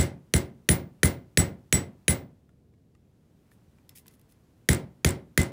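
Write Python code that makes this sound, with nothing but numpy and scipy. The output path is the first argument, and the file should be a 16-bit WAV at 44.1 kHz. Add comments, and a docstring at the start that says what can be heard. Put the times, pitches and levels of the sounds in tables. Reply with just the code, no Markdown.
"""Hammering copper wire on a steel rail

A hammer flattens copper wire on a short steel rail that lies on a workbench, in a small room.
Each blow is a noise burst (the crack) with damped modes (the steel) and reverberation (the room).
The rail hops on the bench top, which booms as damped modes, and loose metal rattles in noise bursts.
In the pause the wire is lifted, turned round and slid back: ticks, gritty strokes and soft knocks.
"""
import sys
import numpy as np
from scipy import signal
from scipy.fft import rfft, irfft, next_fast_len
from scipy.io import wavfile
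from scipy.ndimage import uniform_filter1d

SR = 44100
rng = np.random.default_rng(int(sys.argv[2]) if len(sys.argv) > 2 else 0)


def persist_wave(psi):
    """Save psi, clipped to +-1, as 16-bit WAV."""
    counts = np.round(np.clip(psi, -1, 1) * 32767).astype(np.int16)
    wavfile.write(sys.argv[1], SR, np.atleast_2d(counts).T)


N = 243431
T = np.arange(SR // 2) / SR  # time since a contact, s


def amp(db):
    """Level in decibels to amplitude ratio."""
    return 10 ** (np.asarray(db) / 20)


def unit(x):
    """Normalisation to an rms of 1."""
    return x / np.sqrt(np.mean(x ** 2) + 1e-20)


def along(points, hz):
    """Linear interpolation of (f/Hz, value) points over logarithmic frequency."""
    f, value = np.transpose(points)
    return np.interp(np.log(hz + 1), np.log(f + 1), value)


def fade(t, t60):
    """Exponential decay: the level falls by 60 dB in t60 seconds."""
    return np.exp(-np.log(1000) * t / t60)


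def add(track, s, sound):
    """Superposition: the sound joins the track at s seconds, cut at both ends of the track."""
    start = int(round(s * SR))
    part = sound[max(-start, 0):max(N - start, 0)]
    track[max(start, 0):][:len(part)] += part


def noise(spectrum, size):
    """Spectral shaping: white noise filtered to a given spectrum, with an rms of 1."""
    hz = np.fft.rfftfreq(size, 1 / SR)
    white = rfft(rng.standard_normal(size))
    return unit(irfft(white * amp(along(spectrum, hz)), size))


def burst(spectrum, hold, t60):
    """Contact noise: it holds while the surfaces crush (hold, s), then decays exponentially."""
    grit = noise(spectrum, len(T))
    envelope = fade(np.maximum(T - hold, 0), t60)
    shaped = grit * envelope
    # equal energy for every draw of the noise
    return shaped / np.sqrt(np.sum(shaped ** 2) / np.sum(envelope ** 2))


def ring(modes, scatter_db):
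    """Modal superposition: decaying sinusoids, with strengths drawn anew at each call."""
    out = np.zeros(len(T))
    for hz, db, t60 in modes:
        strength = amp(db + scatter_db * rng.standard_normal())
        out += strength * np.sin(2 * np.pi * hz * T) * fade(T, t60)
    return out


def wavering_ring(modes, depth, rate, direct, build):
    """Modes swelling as reflections arrive, with random slow modulation of level and phase."""
    hz, db, t60 = np.transpose(modes)[:, :, None]
    knots = depth * rng.standard_normal((2, len(modes), 128))  # rate: knots per second
    in_phase, across = (np.array([np.interp(T * rate, np.arange(len(k)), k) for k in part])
                        for part in knots)
    phase = 2 * np.pi * hz * T
    tones = (1 + in_phase) * np.sin(phase) + across * np.cos(phase)
    swell = 1 - (1 - direct) * np.exp(-(T / build) ** 2)  # direct: share present at once
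    return swell * np.sum(amp(db) * fade(T, t60) * tones, axis=0)


# reverberation of the small room: f/Hz, T60/s
ROOM_DECAY = [(80, .42), (200, .45), (500, 0.39), (1200, 0.3), (3000, 0.25), (6500, 0.18), (9000, .18),
              (15000, 0.09)]


def echo(spectrum, build):
    """Reverberation: reflections build up (build, s), then each band decays, the treble fastest."""
    hz, t, z = signal.stft(noise(spectrum, len(T)), SR, nperseg=512)
    decay = fade(t, along(ROOM_DECAY, hz)[:, None])
    tail = signal.istft(z * decay, SR, nperseg=512)[1][:len(T)]
    return tail * (1 - np.exp(-(T / build) ** 2))


# echo spectrum that every contact excites: f/Hz, relative level/dB
ECHO_SPECTRUM = [(40, -12.5), (80, 15.5), (160, 16), (260, 11), (400, 6), (700, 3), (1200, -2.5),
                 (2050, -0.5), (2700, -5.5), (5500, -4.5), (8200, -4), (11000, -7.5), (15200, -17.5),
                 (17000, -37)]


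def contacts(events, spectrum, hold, t60, gain_db, echo_db):
    """Impact excitation: small short bursts, each exciting the same weak reverberation."""
    out = np.zeros(N)
    room = amp(echo_db) * echo(ECHO_SPECTRUM, build=.008)
    for s, db in events:
        add(out, s, amp(db + gain_db) * (burst(spectrum, hold, t60) + room))
    return out


# spectrum of the rumble: f/Hz, relative level/dB
RUMBLE_SPECTRUM = [(15, -21.5), (30, -14.5), (76, 2), (150, 1.5), (236, -3.5), (416, -11), (775, -25),
                   (1200, -34), (2200, -37), (4600, -40), (16000, -46.5)]
# spectrum of the hands and sleeves: f/Hz, relative level/dB
SLEEVE_SPECTRUM = [(200, -1), (700, 3.5), (1500, -3), (4000, -10), (10000, -13), (15500, -15),
                   (17000, -29.5)]
# sleeve hiss at its usual level (dB), at its faintest (dB), and the time to change over (s)
USUAL_DB, FAINT_DB, SETTLE_S = -73.5, -86, 0.65
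FAINT_FROM_S, FAINT_TO_S = 2.7, 2.84  # the sleeve hiss is faintest here


def room_tone(rumble_db):
    """Stationary noise: a steady low rumble; a faint hiss of hands and sleeves sinks once."""
    t = np.arange(N) / SR
    turns = [FAINT_FROM_S - SETTLE_S, FAINT_FROM_S, FAINT_TO_S, FAINT_TO_S + SETTLE_S]
    rustle_db = np.interp(t, turns, [USUAL_DB, FAINT_DB, FAINT_DB, USUAL_DB])
    rumble = amp(rumble_db) * noise(RUMBLE_SPECTRUM, N)
    return rumble + amp(rustle_db) * noise(SLEEVE_SPECTRUM, N)


# soft knocks of handling: t/s, relative level/dB, resonance f/Hz
KNOCKS = [(2.492, -58, 1400), (2.737, -63, 2200), (2.95, -55, 1198), (3.516, -50.5, 1800),
          (3.785, -56.5, 2380), (4.059, -49.5, 1000)]
# spectrum of a knock: f/Hz, relative level/dB
KNOCK_SPECTRUM = [(200, -10), (800, -2), (1300, 2), (2000, 1), (2700, -4), (4000, -10), (9000, -14),
                  (16000, -31)]


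def knocks(gain_db, tone_db, ring_t60, echo_db):
    """Resonance: dull contacts, each exciting one short mode of the thing touched."""
    events = [(s, db) for s, db, _ in KNOCKS]
    out = contacts(events, KNOCK_SPECTRUM, hold=0.0011, t60=0.018, gain_db=gain_db, echo_db=echo_db)
    for s, db, hz in KNOCKS:
        add(out, s, ring([(hz, db + tone_db, ring_t60)], scatter_db=0.5))
    return out


# the wire touching the rail: t/s, relative level/dB
TICKS = [(3.8926, -37.5), (4.0664, -47.5), (4.0806, -39), (4.1385, -53.5), (4.1949, -55), (4.2138, -53.5),
         (4.3221, -51.5)]
# spectrum of wire on steel, for ticks and strokes: f/Hz, relative level/dB
WIRE_CONTACT_SPECTRUM = [(800, -35.5), (2100, -3), (5000, -4.5), (7800, -4), (9500, 1.5), (12500, 0.5),
                         (15500, -1.5), (17000, -24.5)]


def ticks(gain_db, echo_db):
    """Light impact: the wire touches the rail in brief, bright bursts."""
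    return contacts(TICKS, WIRE_CONTACT_SPECTRUM, hold=0.0019, t60=0.011,
                    gain_db=gain_db, echo_db=echo_db)


# the wire sliding on the rail: t/s, length/s, relative level/dB
DRAGS = [(3.509, 0.032, -64.5), (3.95, 0.034, -47.5), (4.105, 0.038, -62.5), (4.286, 0.031, -62.5)]


def drags(gain_db, grain_db):
    """Friction noise: the wire scrapes over pitted steel, whose grain modulates short strokes."""
    out = np.zeros(N)
    for s, length, db in DRAGS:
        stroke = np.minimum(T / 0.006, 1) * fade(np.maximum(T - length, 0), 0.098)
        pits = unit(uniform_filter1d(rng.standard_normal(len(T)), size=60))
        scrape = unit(amp(grain_db * pits) * noise(WIRE_CONTACT_SPECTRUM, len(T)))
        add(out, s, amp(db + gain_db) * stroke * scrape)
    return out


# the bent wire's own modes: f/Hz, relative level/dB, T60/s
WIRE_MODES = [(2050, 1, .14), (2700, 0, .1), (3600, -2, .08), (5300, 0, .1), (7750, 2, .05),
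              (10400, -1, .1), (12900, -4, .1), (14000, -5, .1)]


def wire(touch):
    """Convolution: every touch also excites the wire's modes, faintly, for the fingers damp it."""
    modes = ring(WIRE_MODES, scatter_db=0.5)
    response = modes / np.linalg.norm(modes)
    return touch + amp(-14) * signal.fftconvolve(touch, response)[:N]


# hammer blows; the spot struck decides how strongly each group of steel modes rings:
# t/s, crack level/dB, thud level/dB, delay of the hardest rattle/s,
# low ping level/dB, middle ring level/dB, high ring level/dB (all levels relative)
BLOWS = [(-0.0137, -15.5, -21, 0.026, -33, -19, -27), (0.338, -16, -19.5, .025, -36.5, -23, -19.5),
         (0.6892, -14, -20, 0.025, -42.5, -26.5, -6.5), (1.0319, -14.5, -19, 0.024, -24.5, -26.5, -12),
         (1.3734, -14, -20, 0.026, -27.5, -12, -13.5), (1.726, -15, -23.5, .0267, -26, -9, -20),
         (2.0808, -15.5, -23, .0264, -28.5, -19.5, -11), (4.6886, -13.5, -19.5, 0.042, -41.5, -24.5, -19.5),
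         (5.0466, -15.5, -20, .043, -38, -27.5, -25), (5.3763, -15.5, -20, 0.039, -22.5, -32, -29)]
# spacing of contacts (s), drop from the hardest (dB), random scatter of strength (dB)
RATTLE_GAP_S, RATTLE_LOSS_DB, RATTLE_SCATTER_DB = .016, 7, 1


def chatter():
    """Repeated impact: each thud shakes loose metal, one hard contact between two lighter ones."""
    events = []
    for s, _, thud_db, delay, *_ in BLOWS:
        for k in (-1, 0, 1):
            db = thud_db - abs(k) * RATTLE_LOSS_DB + RATTLE_SCATTER_DB * rng.standard_normal()
            events.append((s + delay + k * RATTLE_GAP_S, db))
    return events


# spectrum of a rattle: f/Hz, relative level/dB
RATTLE_SPECTRUM = [(300, -12.5), (1000, -8), (2000, -4), (3000, -17.5), (6500, -14.5), (7500, 1), (9000, 0),
                   (11000, -16), (14000, -18.5), (15200, -9), (17000, -30.5)]


def rattles(gain_db, echo_db):
    """Impact noise: each chattering contact of the loose metal is a short burst."""
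    return contacts(chatter(), RATTLE_SPECTRUM, hold=0.002, t60=0.013,
                    gain_db=gain_db, echo_db=echo_db)


# the rail landing on the bench after a blow: delay/s, contact time/s, relative level/dB
HOPS = [(.0041, 0.00066, -3), (.0095, 0.0021, -14), (0.0164, 0.0018, -1.5), (0.0292, 0.0035, -9.5),
        (0.041, 0.0025, -9.5)]
# bench-top modes: f/Hz, relative level/dB, T60/s
BENCH_MODES = [(67.8, -3, 0.26), (87.5, -4.5, 0.23), (130.95, -2.5, 0.38), (145, -5.5, .34),
               (196.5, 1.5, 0.16), (214, -8, 0.18), (242, -7, .25), (302, -4, .2), (354, -5, 0.29),
               (376.5, -7, 0.37), (554, -11.5, 0.35)]


def bench(hop_db, boom_db, boom_delay, swell):
    """Forced and free vibration: each landing of the rail pushes the top, which booms on."""
    out = np.zeros(N)
    for s, _, db, *_ in BLOWS:
        for delay, contact, level in HOPS:
            u = (T - delay) / contact
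            # the radiated pressure is the curvature of a smooth push
            push = (1 - u ** 2) * np.exp(-u ** 2 / 2)
            add(out, s, amp(db + level + hop_db) * push)
        boom = ring(BENCH_MODES, scatter_db=1) * (1 - np.exp(-T / swell))
        add(out, s + boom_delay, amp(db + boom_db) * boom)
    return out


# spectrum of the crack: f/Hz, relative level/dB
CRACK_SPECTRUM = [(100, -17), (400, -9.5), (900, -17.5), (1300, -5), (1900, 0), (2700, -5), (3700, -5.5),
                  (5200, -9), (6600, -3.5), (8200, -17), (9600, -8), (11000, -15), (15000, -12.5),
                  (17000, -28.5)]
# modes of hammer head and rail that die almost at once: f/Hz, relative level/dB, T60/s
CLANK_MODES = [(1878, 1.5, 0.014), (2290, -6, 0.018), (3120, -6, 0.015), (3770, -12, 0.022),
               (6500, -9.5, .016), (6804, -4, .016), (9750, -5, 0.027)]
# steel modes that every blow rings about alike: f/Hz, relative level/dB, T60/s
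STEEL_MODES = [(1557, -36, .2), (2044, -37, .26), (2099, -32, .24), (3131, -39, .2), (3488, -39, .18),
               (3898, -41, .2), (4070, -41, .18), (5655, -40, .2), (7284, -33, .14), (8215, -37, .12),
               (9742, -31, .19), (12785, -38, .12), (14600, -44, .13), (14829, -29, .16)]
# main steel modes, in the groups that ring together: f/Hz, relative level/dB, T60/s
LOW_PING = [(2038, 0, .22)]
MIDDLE_RING = [(5647, -15, .16), (7928, 0, .14)]
HIGH_RING = [(9735, 0, .115), (15106, -11.5, .2)]


def hammer(crack_db, clank_db, echo_db, steel_db):
    """Impact and modal response: steel on wire on steel cracks, rings and excites the room."""
    out = np.zeros(N)
    walls = echo(ECHO_SPECTRUM, build=0.018)  # reflections that stay the same from blow to blow
    for s, db, _, _, *group_db in BLOWS:
        crack = amp(crack_db) * burst(CRACK_SPECTRUM, hold=0.0014, t60=0.013)
        onset = 1 - np.exp(-T / 0.00044)
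        clank = amp(clank_db) * ring(CLANK_MODES, scatter_db=1.0) * onset
        room = amp(echo_db) * (walls + echo(ECHO_SPECTRUM, build=0.024))
        struck = []
        for group, strength in zip((LOW_PING, MIDDLE_RING, HIGH_RING), group_db):
            struck += [(hz, level + strength, t60) for hz, level, t60 in group]
        steel = wavering_ring(struck + list(STEEL_MODES), depth=.25, rate=70, direct=.25, build=.016)
        add(out, s, amp(db) * (crack + clank + room) + amp(steel_db) * steel)
    return out


def scene():
    """Superposition of room tone, handling, rattles, bench and blows."""
    background = room_tone(rumble_db=-60.5)
    touches = ticks(gain_db=-8, echo_db=-14.0) + drags(gain_db=-6.5, grain_db=3.0)
    soft_knocks = knocks(gain_db=-8.5, tone_db=-8.5, ring_t60=0.041, echo_db=-20)
    handling = wire(touches) + soft_knocks
    loose_metal = rattles(gain_db=-5, echo_db=-27.5)
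    thuds = bench(hop_db=10, boom_db=-4, boom_delay=.014, swell=.004)
    blows = hammer(crack_db=0, clank_db=1.5, echo_db=-8.5, steel_db=-2)
    return (background + handling + loose_metal + thuds + blows)[None]


TOP_HZ = 16000  # band limit


def record(dry):
    """Saturation and band limiting: the highest peaks are rounded, then a steep low-pass acts."""
    rounded = dry / (1 + (dry / .68) ** 6) ** (1 / 6)
    size = next_fast_len(N + SR // 2)
    low_pass = 1 / (1 + (np.fft.rfftfreq(size, 1 / SR) / TOP_HZ) ** 80)
    return irfft(rfft(rounded, size) * low_pass, size)[..., :N]


dry = scene()
out = record(dry)
persist_wave(out)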